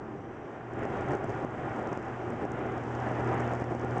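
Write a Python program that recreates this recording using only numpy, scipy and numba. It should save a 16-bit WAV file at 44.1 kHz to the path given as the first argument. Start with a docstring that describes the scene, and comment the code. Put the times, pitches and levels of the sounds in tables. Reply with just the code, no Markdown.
"""Tyre roar and wind fill the cabin of a car crossing a bridge at steady speed, swelling near one second.
Rough patches shake the body and thud through the suspension, and something loose ticks close by.
The engine drones underneath, and air whistles faintly through a gap. Heard from inside the cabin,
on a small camera's microphone whose gain control ducks briefly after the sharpest knocks."""
import sys
import numpy as np
from scipy import signal
from scipy.fft import rfft, irfft
from scipy.io import wavfile
from scipy.ndimage import uniform_filter1d
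from numba import njit

SR = 44100
rng = np.random.default_rng(int(sys.argv[2]) if len(sys.argv) > 2 else 0)


def put_to_file(sound):
    """Save the sound as 16-bit audio at rate SR, in the file named by the first command-line argument."""
    columns = np.atleast_2d(sound).T  # one column per channel
    safe = np.clip(columns, -1, 1)
    whole_steps = np.round(safe * 32767)
    wavfile.write(sys.argv[1], SR, whole_steps.astype(np.int16))


N = 176400

# rush of tyres and wind in the cabin (t/s, level/dB)
RUSH_LEVEL = [(0, -46), (.3, -48), (.48, -45), (.68, -45), (.82, -39.5), (.96, -36.5), (1.05, -38),
              (1.11, -33.5), (1.18, -38), (1.39, -38), (1.5, -40.5), (1.75, -38), (1.95, -39), (2.015, -43),
              (2.045, -40), (2.5, -40), (2.68, -38), (2.83, -40.5), (3.1, -35), (3.25, -35), (3.35, -32),
              (3.44, -35), (3.51, -34.5), (3.58, -38.5), (4, -37.5)]


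def rush():
    """Tyres and wind heard through the glass, with narrow resonances of tyres and cabin."""
    spectrum = [(200, -22.5), (450, -1.5), (620, 0), (795, 3.5), (870, -2.5), (1200, -5.5), (1420, -7),
                (1600, -8.5), (1850, -10.5), (2500, -19.5), (3100, -24.5), (3900, -38), (5000, -65.5)]  # the broad roar (f/Hz, level/dB)
    resonances = [(771, 79, -15), (1418, 42, -17), (1900, 30, -29)]  # (f/Hz, width/Hz, level/dB relative to the roar)
    roar = noise(spectrum, flicker_db=0.83)
    ringing = sum(undb(db) * ring(hz, width) for hz, width, db in resonances)
    return (roar + ringing) * undb(curve(RUSH_LEVEL))


def rumble():
    """The road rumbles up through the floor."""
    spectrum = [(20, -14), (55, -11.5), (85, -6), (140, -1), (195, -6.5), (230, 1), (260, -3.5), (305, 2),
                (400, 1), (480, -8), (650, -13.5), (1000, -22.5), (2000, -65)]  # colour of the rumble (f/Hz, level/dB)
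    level = [(0, -41.5), (.68, -44.5), (.85, -36), (1.13, -35), (1.5, -39), (1.8, -37.5), (2.03, -40),
             (2.6, -36.5), (2.95, -39), (3.12, -38), (3.36, -35), (3.57, -41), (4, -36.5)]  # its swells (t/s, level/dB)
    return noise(spectrum, flicker_db=1.0) * undb(curve(level))


def bumps():
    """Each rough patch shakes the body for a moment, and the tyres slap on it."""
    patches = [(.93, -37.5, 1, -9), (1.112, -31, 0.62, 1), (1.14, -35, 1.04, 0), (1.294, -40, 1.9, -15),
               (1.44, -37, 1, -5), (1.792, -32, 1.5, -9), (1.925, -32, 0.64, -11), (2.21, -43.5, 1.2, -4),
               (2.427, -32.5, 1.7, -4), (2.655, -39.5, 1.1, -3), (2.776, -38, 0.91, -1),
               (3.075, -33, 1.05, 0.5), (3.119, -32.5, 1.7, -7), (3.2, -32.5, 1.6, -2.5),
               (3.294, -34.5, 2.4, -4.5), (3.4, -36, 0.82, -1), (3.519, -31.5, 0.86, 0),
               (3.62, -32.5, 1.2, -5), (3.721, -30.5, 1.5, -4), (3.845, -31.5, 1, -12),
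               (3.974, -31, 1.1, -3)]  # (t/s, body level/dB, length factor, slap level/dB relative to the body)
    body_spectrum = [(40, -23), (90, 0.5), (130, -1.5), (190, 2), (250, 1), (300, 7), (390, 8.5), (520, -5),
                     (780, -12), (1000, -23), (2000, -50.5)]  # the body's answer to a bump (f/Hz, level/dB)
    slap_spectrum = [(300, -24.5), (550, -6), (760, 5), (950, -8.5), (1800, -13), (3500, -47.5)]  # the tyres' slap (f/Hz, level/dB)
    rise_s, fall_s = 0.01, 0.0079  # at length factor 1
    t = np.arange(N) / SR
    body_power = slap_power = 0
    for at, db, length, slap_db in patches:
        width = length * np.where(t < at, rise_s, fall_s)
        power = undb(db) ** 2 * np.exp(-((t - at) / width) ** 2)
        body_power += power
        slap_power += power * undb(slap_db) ** 2
    body = np.sqrt(body_power) * noise(body_spectrum, flicker_db=0.5)
    slap = np.sqrt(slap_power) * noise(slap_spectrum, flicker_db=0.0)
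    return body + slap


def thuds():
    """The suspension takes a blow, and the cabin booms for a few cycles."""
    blows = [(1.115, -30, 137.2), (1.30, -29, 116), (1.445, -42, 148), (1.92, -35, 128)]  # (t/s, level/dB, f/Hz)
    t, half_length_s = np.arange(N) / SR, 0.019
    out = np.zeros(N)
    for at, db, hz in blows:
        envelope = undb(db) * np.exp(-((t - at) / half_length_s) ** 2)
        out += envelope * np.sin(2 * np.pi * (hz * t + rng.random()))
    return out


def add_tick(out, at, knock_db, edge_db, edge_hz, sign, rebound):
    """One tick: a dull push under a millisecond long, with a bright edge that rebounds once."""
    knock_s, edge_s, latest_rebound_s = 0.00028, 0.00015, 0.0006
    t = np.arange(-200, 200) / SR
    spread = (t / knock_s) ** 2
    knock = np.exp(-spread / 2) - np.exp(-spread / 32) / 4  # a push inside a wider, shallow pull
    snap = lambda s: np.exp(-(s / edge_s) ** 2) * np.cos(2 * np.pi * edge_hz * s)
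    edge = snap(t) + undb(-7) * snap(t - latest_rebound_s * (1 + rebound) / 2)
    edge = signal.sosfiltfilt(signal.butter(6, 4200, "high", fs=SR, output="sos"), edge)
    start = int(np.clip(at * SR - len(t) // 2, 0, N - len(t)))
    out[start:start + len(t)] += sign * (undb(knock_db) * knock + undb(edge_db) * edge)


def rattle():
    """Something loose close by: clear ticks, and faint chatter that grows denser and louder with the rush."""
    ticks = [(0.736, -38, -49, 6600), (.793, -24, -49, 7100), (0.823, -19, -53, 6300),
             (.835, -22, -46, 5960), (0.854, -14.5, -43, 6000), (1.01, -16.5, -45, 6330),
             (1.086, -38, -48, 6500), (1.119, -14, -41.5, 6400), (1.135, -24, -42, 5600),
             (1.152, -14.5, -38, 6400), (1.244, -16, -40.5, 6950), (1.295, -21, -43, 5700),
             (1.303, -25, -43.5, 6200), (1.449, -14, -43.5, 6000), (1.873, -32, -42, 5400),
             (1.930, -16, -38.5, 5960), (1.975, -16.5, -41.5, 6400), (1.996, -32, -54, 6600),
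             (2.027, -44, -50, 6400), (2.304, -18, -44, 7100), (2.453, -16, -46, 6850),
             (2.504, -24, -58, 5500), (2.519, -35, -39.5, 6800), (2.78, -25, -45.5, 6100),
             (2.838, -40, -49, 6700), (2.951, -30, -42, 5700), (3.002, -28, -42.5, 5450),
             (3.022, -30, -50.5, 6000), (3.246, -27, -45, 5950), (3.344, -15, -40, 7260),
             (3.378, -25, -44, 5400), (3.399, -21, -42, 7000), (3.405, -14, -39, 6200),
             (3.477, -17.5, -42, 5760), (3.536, -15, -40.5, 6600), (3.551, -29, -41, 5850),
             (3.6, -31, -44, 6700), (3.622, -16.5, -47, 6500), (3.642, -20, -40, 5600),
             (3.75, -15, -41, 5840), (3.797, -20, -41, 5700), (3.814, -36, -46, 5800),
             (3.848, -16, -43, 6900), (3.910, -23, -42, 5400), (3.982, -36, -40, 7200)]  # the clear ticks (t/s, knock level/dB, edge level/dB, edge f/Hz)
    peak_chatter_per_s, still_below_db = 45, -45.5
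    out, rush_db = np.zeros(N), curve(RUSH_LEVEL)
    for tick, (side, rebound) in zip(ticks, rng.random((len(ticks), 2))):
        add_tick(out, *tick, np.sign(side - .5), rebound)
    shaking = (rush_db - still_below_db) / (rush_db.max() - still_below_db)
    for when, size, pitch, side, rebound, grip in rng.random((int(peak_chatter_per_s * N / SR), 6)):
        i = int(when * N)
        if grip < shaking[i]:
            edge_db = rush_db[i] - 12.5 + 2.5 * (2 * size - 1)
            edge_hz = 5700 * (1 + .4 * (pitch - .5))
            add_tick(out, when * N / SR, edge_db + 12, edge_db, edge_hz, np.sign(side - .5), rebound)
    return out


def engine():
    """Clean orders of the shaft rate; the third booms in the cabin, and each wavers a little."""
    shaft_rate = [(0, 39.4), (.9, 39.8), (2.3, 40.1), (3.1, 40.2), (4, 40.2)]  # turns of the shaft per second (t/s, f/Hz)
    orders = [(2, -13.5), (3, -0.5), (6, -10), (9, -9)]  # engine orders (multiple of the shaft rate, level/dB)
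    level = [(0, -50), (.35, -63), (.8, -42), (1.4, -44.5), (2.0, -47), (2.8, -43), (3.15, -36.5),
             (3.5, -35), (4, -36.5)]  # the drone in the cabin (t/s, level/dB)
    turns = np.cumsum(curve(shaft_rate) * (1 + .001 * walk(6))) / SR
    drone = np.zeros(N)
    for order, db in orders:
        drone += undb(db + 1.2 * walk(12)) * np.sin(2 * np.pi * (round(order) * turns + rng.random()))
    return np.sqrt(2) * drone * undb(curve(level))


def gusts():
    """Gusts brighten the rush at the crests of its swells."""
    spectrum = [(700, -25.5), (1200, 2), (1550, 3.5), (2000, 1), (2600, -13), (3600, -25.5), (4500, -49)]  # colour of a gust (f/Hz, level/dB)
    crests = [(0.82, -47, 0.031), (0.955, -50, 0.058), (3.352, -43.5, 0.067)]  # (t/s, level/dB, half length/s)
    t = np.arange(N) / SR
    envelope = sum(undb(db) * np.exp(-((t - at) / width) ** 2 / 2) for at, db, width in crests)
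    return noise(spectrum, flicker_db=2.0) * envelope


def hiss():
    """Fine wind hiss from outside the glass."""
    spectrum = [(2500, -19), (4000, -7.5), (4800, 0), (6000, 1.5), (7500, -2), (8400, -8), (9300, -15)]  # colour of the hiss (f/Hz, level/dB)
    level = [(0, -77.5), (.68, -76), (.85, -69.5), (1.13, -67.5), (1.2, -69), (1.5, -71), (1.8, -70.5),
             (2.3, -71), (2.8, -70.5), (3.1, -66.5), (3.35, -66), (3.6, -68), (4, -67.5)]  # its swells (t/s, level/dB)
    return noise(spectrum, flicker_db=1.0) * undb(curve(level))


def whistle():
    """Air through a gap: a thin, unsteady tone far in the background."""
    level = [(0, -84), (.12, -93), (.17, -82), (.44, -80), (.52, -95), (4, -110)]  # strength of the whistle (t/s, level/dB)
    return ring(hz=5850, width_hz=280) * undb(curve(level))


def undb(db):
    """Decibels to gain."""
    return 10 ** (np.asarray(db) / 20)


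def curve(rows):
    """Straight lines through (t/s, value) rows."""
    return np.interp(np.arange(N) / SR, *np.array(rows, float).T)


def walk(rate):
    """Random levels held 1 / rate s and smoothed twice; spread near 1."""
    hold = max(int(SR / rate), 2)
    steps = rng.standard_normal(1024)[np.arange(N) // hold % 1024]
    return 1.3 * uniform_filter1d(uniform_filter1d(steps, hold), hold)


def noise(colour, flicker_db):
    """Noise of rms 1, shaped by (f/Hz, level/dB) rows; each octave flickers on its own."""
    octave = np.log2(np.maximum(np.arange(N // 2 + 1) * SR / N, 1))
    hz, db = np.array(colour, float).T
    spectrum = rfft(rng.standard_normal(N)) * undb(np.interp(octave, np.log2(hz), db))
    out = np.zeros(N)
    for centre in range(4, 15):  # octaves from 16 Hz to 16 kHz
        share = np.maximum(1 - abs(octave - centre), 0)
        out += irfft(spectrum * share, N) * undb(flicker_db * walk(21.79))
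    return out / np.std(out)


def ring(hz, width_hz):
    """A narrow resonance stirred by noise; rms near 1."""
    phase = 2 * np.pi * hz * np.arange(N) / SR
    return walk(width_hz) * np.cos(phase) + walk(width_hz) * np.sin(phase)


@njit
def peak_level(x, attack_s, release_s):
    """Peak level of a sound, quick to rise and slow to fall."""
    attack, release = 1 - np.exp(-1 / (attack_s * SR)), 1 - np.exp(-1 / (release_s * SR))
    out, level = np.empty(len(x)), 0.
    for i in range(len(x)):
        level += (abs(x[i]) - level) * (attack if abs(x[i]) > level else release)
        out[i] = level
    return out


def scene():
    """Everything that reaches the microphone in the cabin, in mono."""
    return (rumble() + rush() + hiss() + gusts() + bumps() + engine() + whistle() + rattle() + thuds())[None]


def record(dry):
    """The microphone's gain control ducks after peaks; the top treble is cut."""
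    threshold_db, ratio = -21, 3
    peak = peak_level(dry[0], attack_s=0.0001, release_s=0.24)
    gain = np.maximum(peak / undb(threshold_db), 1) ** (1 / ratio - 1)
    ducked = dry * uniform_filter1d(gain, size=24)
    softened = signal.sosfilt(signal.butter(10, 8800, fs=SR, output="sos"), ducked)
    return signal.sosfilt(signal.ellip(8, .2, 70, 9400, fs=SR, output="sos"), softened)


dry = scene()
out = record(dry)
put_to_file(out)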